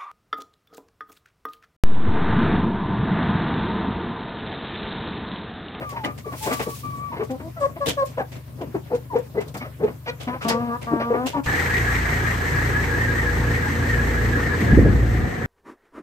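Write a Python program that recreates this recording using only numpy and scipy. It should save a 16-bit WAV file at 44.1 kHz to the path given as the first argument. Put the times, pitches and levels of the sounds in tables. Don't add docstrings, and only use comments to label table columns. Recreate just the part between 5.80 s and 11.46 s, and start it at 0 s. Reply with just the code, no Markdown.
import sys
import numpy as np
from scipy import signal
from scipy.fft import rfft, irfft, next_fast_len
from scipy.io import wavfile
from scipy.ndimage import uniform_filter1d, map_coordinates

SR = 44100
rng = np.random.default_rng(int(sys.argv[2]) if len(sys.argv) > 2 else 0)


def wav_record(signal):
    frames = np.transpose(np.atleast_2d(signal))
    bounded = np.clip(frames, -1, 1)
    quanta = np.round(bounded * 32767).astype(np.int16)
    wavfile.write(sys.argv[1], SR, quanta)


N = 249606

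# voice, t/s, length/s, first f/Hz, last f/Hz, level/dB, swell/dB
CLUCKS = [("hoot", 1.393, 0.048, 425, 424, -29, 0), ("open", 1.495, .075, 260, 262, -31, -5),
          ("open", 1.6, 0.097, 301.5, 339, -42, 2), ("clear", 1.759, 0.045, 655, 645, -34, 2.5),
          ("clear", 1.80, 0.071, 563, 551, -22, 14), ("open", 1.96, .03, 334, 335, -34, -4),
          ("clear", 2.001, .073, 560, 544.5, -26.5, -5.5), ("clear", 2.167, 0.077, 551, 544, -20.5, 1.5),
          ("rough", 2.369, .045, 548, 492, -28.5, -1), ("rough", 2.392, 0.04, 860, 730, -31, -10),
          ("gruff", 2.805, .05, 412, 220, -32, -6), ("gruff", 2.942, 0.04, 397, 290, -29, -10),
          ("bok", 3.129, 0.04, 469.5, 490, -19.5, -7), ("bok", 3.353, .054, 464, 492, -18, -21.5),
          ("bok", 3.571, .026, 446, 425, -16, 15), ("bok", 4.023, 0.035, 437.5, 429, -16, 12.5),
          ("reedy", 4.271, .04, 484, 486, -23, 0), ("hoot", 4.743, 0.04, 490, 505, -26, -6),
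          ("hoot", 5.131, 0.012, 328, 340, -14, 8), ("hoot", 5.156, .011, 320, 313, -19, 6),
          ("hoot", 5.303, .028, 479, 475, -16, 0)]
CLUCK_VOICES = {"clear": (-3, 15, .06, -34, .3, -1, .016, .012, 3, -22),
                "open": (-1, 9, .1, -29, .08, -.6, .009, .015, 2.5, -24),
                "reedy": (-11, 2.2, .06, -22, .12, 6, .012, .018, 4, -18),
                "hoot": (-17, 15, .3, -28, .07, -5, .006, .02, 1.5, -25),
                "rough": (-5, 17, 0, -18, .08, -2, .01, .04, 2.5, -12),
                "gruff": (-4, 12, .4, -21, .09, -9, .011, .035, 3, -14),
                "bok": (-22, 15, .25, -19, .1646, -11, .014, .022, 1.5, -22)}


def amp(db):
    return 10 ** (np.asarray(db) / 20)


def unit(x):
    return x / np.sqrt(np.mean(x ** 2) + 1e-20)


def along(points, hz):
    f, v = np.transpose(points)
    return np.interp(np.log(hz + 1), np.log(f + 1), v)


def wobble(n, rate):
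    return map_coordinates(rng.standard_normal(int(n * rate / SR) + 4), [np.arange(n) * rate / SR])


def filtered(x, response):
    m = next_fast_len(x.shape[-1] + 2048)
    return irfft(rfft(x, m) * response(np.fft.rfftfreq(m, 1 / SR)), m)[..., :x.shape[-1]]


def noise(n, spectrum, colour=lambda hz: 1):
    return unit(filtered(rng.standard_normal((2, n)), lambda hz: amp(along(spectrum, hz)) * colour(hz)))


def resonance(centre_hz, tilt_db, width, lift, pivot_hz):
    hump = lambda hz: 1 + lift / (1 + ((hz - centre_hz) / (width * centre_hz)) ** 2)
    return lambda hz: hump(hz) * amp(tilt_db * np.log2((hz + pivot_hz) / (2 * pivot_hz)))


def bursts(events, spectrum, lumps_db, lump_rate, crest_db):
    out = np.zeros((2, N + SR))
    for s, db, rise, t60, colour in events:
        t = np.arange(0, np.clip(t60, .05, 1 / 3), 1 / SR)
        swell = (1 - np.exp(-t / max(rise, .0003))) ** 2 * amp(-60 * t / max(t60, .01))
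        grain = unit(amp(lumps_db * wobble(len(t), lump_rate)))
        envelope = amp(db - crest_db) * swell / swell.max() * grain
        out[:, round(s * SR):][:, :len(t)] += envelope * noise(len(t), spectrum, colour)
    return out[:, :N]


def air():
    spectrum = [(25, -37), (92, -7), (127, -3), (195, -12), (256, -7.5), (373, -18.5), (591, -18),
                (818, -27.5), (1020, -21.5), (1260, -27), (6050, -37), (10400, -38), (14800, -31),
                (16000, -47)]
    likeness = [(130, 0.85), (290, 0.71), (640, 0.23), (1400, .01)]
    z = signal.stft(noise(N, spectrum), nperseg=512)[2]
    patches = uniform_filter1d(rng.standard_normal(z.shape[1:]), size=24, axis=0)
    patches = unit(uniform_filter1d(patches, size=8, axis=1))
    depth_db = np.geomspace(3, .6, len(patches))[:, None]
    pair = signal.istft(z * amp(depth_db * patches), nperseg=512)[1][:, :N]
    spread = lambda hz: np.arccos(np.clip(along(likeness, hz), -1, 1)) / 2
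    mid, side = filtered(pair, lambda hz: np.array([np.cos(spread(hz)), np.sin(spread(hz))]))
    return amp(-44.5) * np.array([mid + side, mid - side])


def motor():
    firing_rate = [(0.0, 24.54), (0.6, 24.93), (4.95, 24.88), (5.66, 25.21)]
    orders = [(3, -47), (4, -49), (5, -41.5), (6, -48)]
    firing_hz = np.interp(np.arange(N) / SR, *np.transpose(firing_rate))
    phase = 2 * np.pi * np.cumsum(firing_hz * (1 + .0066 * wobble(N, 5.99))) / SR
    return sum(np.sqrt(2) * amp(db + .5 * wobble(N, 13)) * np.sin(k * phase + .8 * k * k)
               for k, db in orders)


def shuffle():
    drag = [(.45, -61), (0.622, -37), (.95, -42), (1.15, -50.5), (1.3, -70)]
    db = np.interp(np.arange(N) / SR, *np.transpose(drag), left=-90, right=-90)
    return amp(db + 2.5 * wobble(N, 39.7)) * noise(N, [(1000, -27), (2500, -14), (16000, -15.5)])


def litter():
    scuffs = [(.0887, -34.5, 0.17, 4, 2030), (.2435, -23, .09, -2.5, 2330), (0.3736, -34, .12, 3, 2110),
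              (.62, -25, 0.5, 3.5, 8250), (.722, -23, 0.12, 8, 2526), (.79, -22, .16, -1, 2300),
              (1.428, -40.5, .12, 8, 2100), (1.503, -38.5, .069, 8, 2530), (1.796, -38.5, 0.33, 5, 8300),
              (2.0584, -17.5, 0.074, 1, 3640), (2.076, -14.5, .15, 3, 3260), (2.2487, -36.5, 0.25, 9, 2600),
              (2.513, -34, 0.18, 0, 2230), (2.55, -35, .12, -2, 2230), (2.809, -33, .067, -4.5, 2960),
              (3.1454, -35.5, .087, 4.5, 2010), (3.3817, -41, .053, 12.5, 2060),
              (3.603, -34.5, .084, 4, 2700), (3.675, -38.5, .077, 6, 3950), (3.7394, -31.5, .065, 4, 2400),
              (3.767, -34.5, 0.11, 9, 4560), (4.397, -28.5, 0.24, -.6, 3170), (4.61, -29, 0.56, 0, 2700),
              (4.68, -14, .13, 2.5, 4960), (5.0094, -29, 0.25, -2.5, 2184), (5.457, -20.5, .2, 1.5, 2930),
              (5.6323, -31, .31, 5, 2600)]
    spectrum = [(710, 6.5), (1200, -5), (1410, -2.5), (3050, -3.5), (3660, -4), (3950, -6), (7570, -6.5),
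                (10900, -16), (15000, -19), (16000, -60)]
    rise_s, split_hz = .0074, 8000
    body = [(s, db, rise_s, t60, resonance(hz, tilt_db, width=.11, lift=1.36, pivot_hz=2000))
            for s, db, t60, tilt_db, hz in scuffs]
    top = [(s, db, rise, .7 * t60, colour) for s, db, rise, t60, colour in body]
    scrape = bursts(body, spectrum, lumps_db=1.5, lump_rate=530, crest_db=6)
    crackle = bursts(top, spectrum, lumps_db=4.5, lump_rate=338, crest_db=5)
    return (filtered(scrape, lambda hz: 1 / (1 + (hz / split_hz) ** 4))
            + filtered(crackle, lambda hz: 1 / (1 + (split_hz / (hz + 1)) ** 4)))


def trough_taps():
    taps = [(.092, -44, 12), (.2414, -26, -14), (.2476, -16, -14), (2.0597, -24, -3), (3.7698, -42, 11),
            (4.6853, -25, -3)]
    modes = [(1995, 0, .025), (2980, -4, .03), (3530, -5, .025), (4330, -14, .02)]
    out, t = np.zeros((2, N + SR)), np.arange(SR // 20) / SR
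    attack = 1 - np.exp(-t / .0003)
    for s, db, tick_db in taps:
        ring = sum(amp(level + rng.normal(0, 2, (2, 1)) - 60 * t / t60)
                   * np.sin(2 * np.pi * (hz * t + rng.random((2, 1)))) for hz, level, t60 in modes)
        tick = amp(tick_db - 60 * t / .012) * np.diff(rng.standard_normal((2, len(t) + 1)))
        out[:, round(s * SR):][:, :len(t)] += amp(db - 3) * (ring + tick) * attack
    return out[:, :N]


def coop(x):
    decay = [(200, 0.15), (1000, 0.18), (8000, 0.048)]
    out, step, predelay = np.zeros((2, N + 2 * SR)), SR // 3, 250
    for start in range(0, N, step):
        hz, t, z = signal.stft(rng.standard_normal((2, SR // 3)), SR, nperseg=256)
        tail = signal.istft(z * amp(-60 * t / along(decay, hz)[:, None]), SR, nperseg=256)[1]
        part = x[start:start + 2 * step]
        faded = part * np.hanning(2 * step)[:len(part)]
        answer = signal.fftconvolve(faded[None], tail / np.linalg.norm(tail[0]), axes=1)
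        out[:, start + predelay:][:, :answer.shape[1]] += answer
    return out[:, :N]


def breaths_and_thuds():
    hits = [(.009, -19.5, 534, -0.1), (.12, -26, 560, -4), (.162, -21, 970, 3), (.238, -17.5, 248, 1.8),
            (.275, -21, 230, -6), (.458, -24.5, 473, -8), (.522, -22.5, 283, -1), (.661, -13.5, 490, -.6),
            (.709, -14, 250, 3), (.796, -15.5, 455, 2), (.868, -19, 443, -14), (1.324, -25, 980, 1.5),
            (1.362, -24, 430, 1), (1.398, -16, 430, -3), (2.069, -15.5, 464, -25), (2.786, -29, 298, -8),
            (3.598, -25, 461, 4.5), (3.745, -18.5, 200, -3.5), (3.809, -24.5, 242, 4),
            (3.848, -27.5, 590, 1.5), (4.069, -21, 450, -2.5), (4.475, -19, 254, 2), (4.529, -21.5, 523, 0),
            (4.612, -23.5, 1340, 10), (4.648, -14.5, 214, -14), (4.699, -14, 217, 4),
            (5.113, -13.5, 347, -17), (5.2, -15.5, 565, 3.5), (5.338, -11.5, 470, -6.5),
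            (5.542, -22, 950, -5)]
    lead = {"clear": 0, "open": 0, "reedy": .01, "hoot": 0, "rough": -.009, "gruff": -.008, "bok": .025}
    spectrum = [(88, -50), (150, -6), (391, -7), (516, -7), (621, -6), (1520, -13), (2170, -15),
                (2700, -21), (6000, -43.5), (7800, -82.5), (13200, -120)]
    hit_t60_s, cues = .11, []
    for voice, s, _, hz, *_ in CLUCKS:
        db, t60, tilt_db = CLUCK_VOICES[voice][3:6]
        cues.append((s - lead[voice], db, t60, hz, tilt_db))
    cues += [(s, db, hit_t60_s, hz, tilt_db) for s, db, hz, tilt_db in hits]
    events = [(max(s - .006, 0), db, .13 * t60, t60,
               resonance(hz, tilt_db, width=.093, lift=2.34, pivot_hz=920))
              for s, db, t60, hz, tilt_db in cues]
    return bursts(events, spectrum, lumps_db=-.5, lump_rate=90, crest_db=9)[0]


def glide(start, length, first_hz, last_hz, db, swell_db):
    u = np.linspace(0, 1, 16)
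    return start + length * u, first_hz + (last_hz - first_hz) * u, db + swell_db * (u - 1 / 2)


def calls(notes, partials, jitter, shimmer_db, breath_db, fade_s):
    breath_spectrum = [(200, -8), (700, 3), (2200, -10), (4000, -20.5), (12000, -43)]
    out = np.zeros(N + SR)
    for note in notes:
        s, *curves = np.transpose(note)
        t = np.arange(s[0], s[-1], 1 / SR)
        hz, db, *timbre = [np.interp(t, s, curve) for curve in curves]
        phase = 2 * np.pi * np.cumsum(hz * (1 + jitter * wobble(len(t), 151))) / SR
        fade = np.sin(np.pi / 2 * np.clip(np.minimum(t - s[0], s[-1] - t) / fade_s, 0, 1))
        overtone_fade = fade ** 2.8
        tone = 0
        for k, level in partials(hz, db, *timbre):
            gain = (overtone_fade if k > 1 else 1) * amp(level + shimmer_db * wobble(len(t), 40.9))
            tone += np.sqrt(2) * gain * np.cos(k * phase + .35 * (k - 1) ** 2)
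        breath = amp(db + breath_db) * (1 + np.cos(phase)) * noise(len(t), breath_spectrum)[0]
        out[round(s[0] * SR):][:len(t)] += (tone + breath) * fade
    return out[:N]


def whines():
    cues = [(.02, .12, 1225, 1117, -36.5, 4), (.135, 0.17, 941, 815, -37, -1),
            (.255, .07, 1210, 1167, -36, -3), (0.443, 0.11, 1180, 1050, -39, 0),
            (.605, 0.068, 869, 845, -34, 10), (.668, .04, 1050, 1160, -37, 5),
            (.698, .11, 1165, 1140, -37, -8), (.808, .04, 1100, 1090, -38, 0),
            (.855, .092, 1130, 1130, -39, -3), (1.031, 0.29, 1146, 1136, -36, 0),
            (1.315, .05, 947, 905, -36.5, -12), (1.416, .025, 1100, 1150, -36, 0),
            (3.109, 0.03, 860, 875, -36, 0), (3.299, 0.052, 1042, 786, -33, 10),
            (3.571, .03, 2007, 2016, -38, 3), (3.8, .035, 2202, 2150, -41, 0),
            (3.811, 0.058, 1153, 1280, -41.5, 2), (5.53, .042, 945, 925, -30, 2)]
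    sway_hz, sway_depth, sway_db, octave_peak_hz = 6, .016, 1, 2300
    notes = []
    for cue in cues:
        s, hz, db = glide(*cue)
        sway = np.sin(2 * np.pi * sway_hz * (s - s[0]))
        notes.append(np.transpose([s, hz * (1 + sway_depth * sway), db + sway_db * sway]))
    partials = lambda hz, db: [(1, db), (2, db - 19 - 25 * abs(np.log2(2 * hz / octave_peak_hz)))]
    return calls(notes, partials, jitter=.01, shimmer_db=1.8, breath_db=-18, fade_s=.0096)


def croons():
    notes = [
        [(4.47, 252.6, -26), (4.5, 245.7, -36.5), (4.575, 259.3, -43)],
        [(4.645, 230.4, -35), (4.69, 230.1, -29), (4.75, 230.4, -29), (4.83, 240.5, -30), (4.92, 233.2, -30.5),
         (4.975, 245.4, -38)],
        [(5.065, 233.4, -30.5), (5.165, 228.1, -35.5), (5.305, 237.5, -29.5), (5.33, 230.2, -39.5),
         (5.42, 251, -27), (5.478, 262, -28)],
        [(5.54, 304, -35), (5.575, 283, -20.5), (5.61, 278, -29)],
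    ]
    throat = [(230, 4.5), (470, -3), (700, -2), (930, -1.5), (1170, 1.5), (1400, -10.5), (1700, -12),
              (2200, -33), (3200, -35)]

    def partials(hz, db):
        tilt_db = np.minimum(.6 * (-32 - db), 2.2)
        return [(k, db - 3 + along(throat, k * hz) + tilt_db * np.log2(k)) for k in range(1, 14)]
    return calls(notes, partials, jitter=.0075, shimmer_db=2.7, breath_db=-15, fade_s=.006)


def cluck_partials(hz, db, octave_db, fall_db, strain):
    half_db = db + 20 * np.log10(np.clip(strain, .001, 1) / 2)
    upper = [(k, db + octave_db - min(fall_db[0] * (k - 2), 30 + 1.1 * k))
             for k in range(2, 21) if k * hz[0] < SR / 3]
    return [(1, db), (1 / 2, half_db), (3 / 2, half_db - 3)] + upper


def clucks():
    scoop = {"clear": .12}
    scoop_s, out = .009, np.zeros(N)
    for voice, *cue in CLUCKS:
        s, hz, db = glide(*cue)
        hz *= 1 + scoop.get(voice, 0) * np.exp(-(s - s[0]) / scoop_s)
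        note = [(*point, *CLUCK_VOICES[voice][:3]) for point in zip(s, hz, db)]
        fade_s, jitter, shimmer_db, breath_db = CLUCK_VOICES[voice][6:]
        out += calls([note], cluck_partials, jitter, shimmer_db, breath_db, fade_s)
    return out


def scene():
    lag = [(800, .12), (1150, .28), (1700, .2), (2400, .14)]
    hens = whines() + croons() + clucks() + breaths_and_thuds()
    right = filtered(hens, lambda hz: np.exp(-2j * np.pi * hz * along(lag, hz) / 1000))
    flock = np.array([hens, right]) + amp(-11) * coop(hens)
    return flock + litter() + trough_taps() + shuffle() + motor() + air()


def record(dry):
    balance = [(200, 2.5), (1200, 3.5), (2500, -2), (8000, 0.5), (13000, 2.5)]
    low_cut_hz, top_hz = 45, 15900
    trimmed = filtered(dry, lambda hz: 1 / (1 + (low_cut_hz / (hz + 1)) ** 4))
    return filtered(trimmed, lambda hz: amp(np.outer([.5, -.5], along(balance, hz))) * (hz < top_hz))


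dry = scene()
out = record(dry)
wav_record(out)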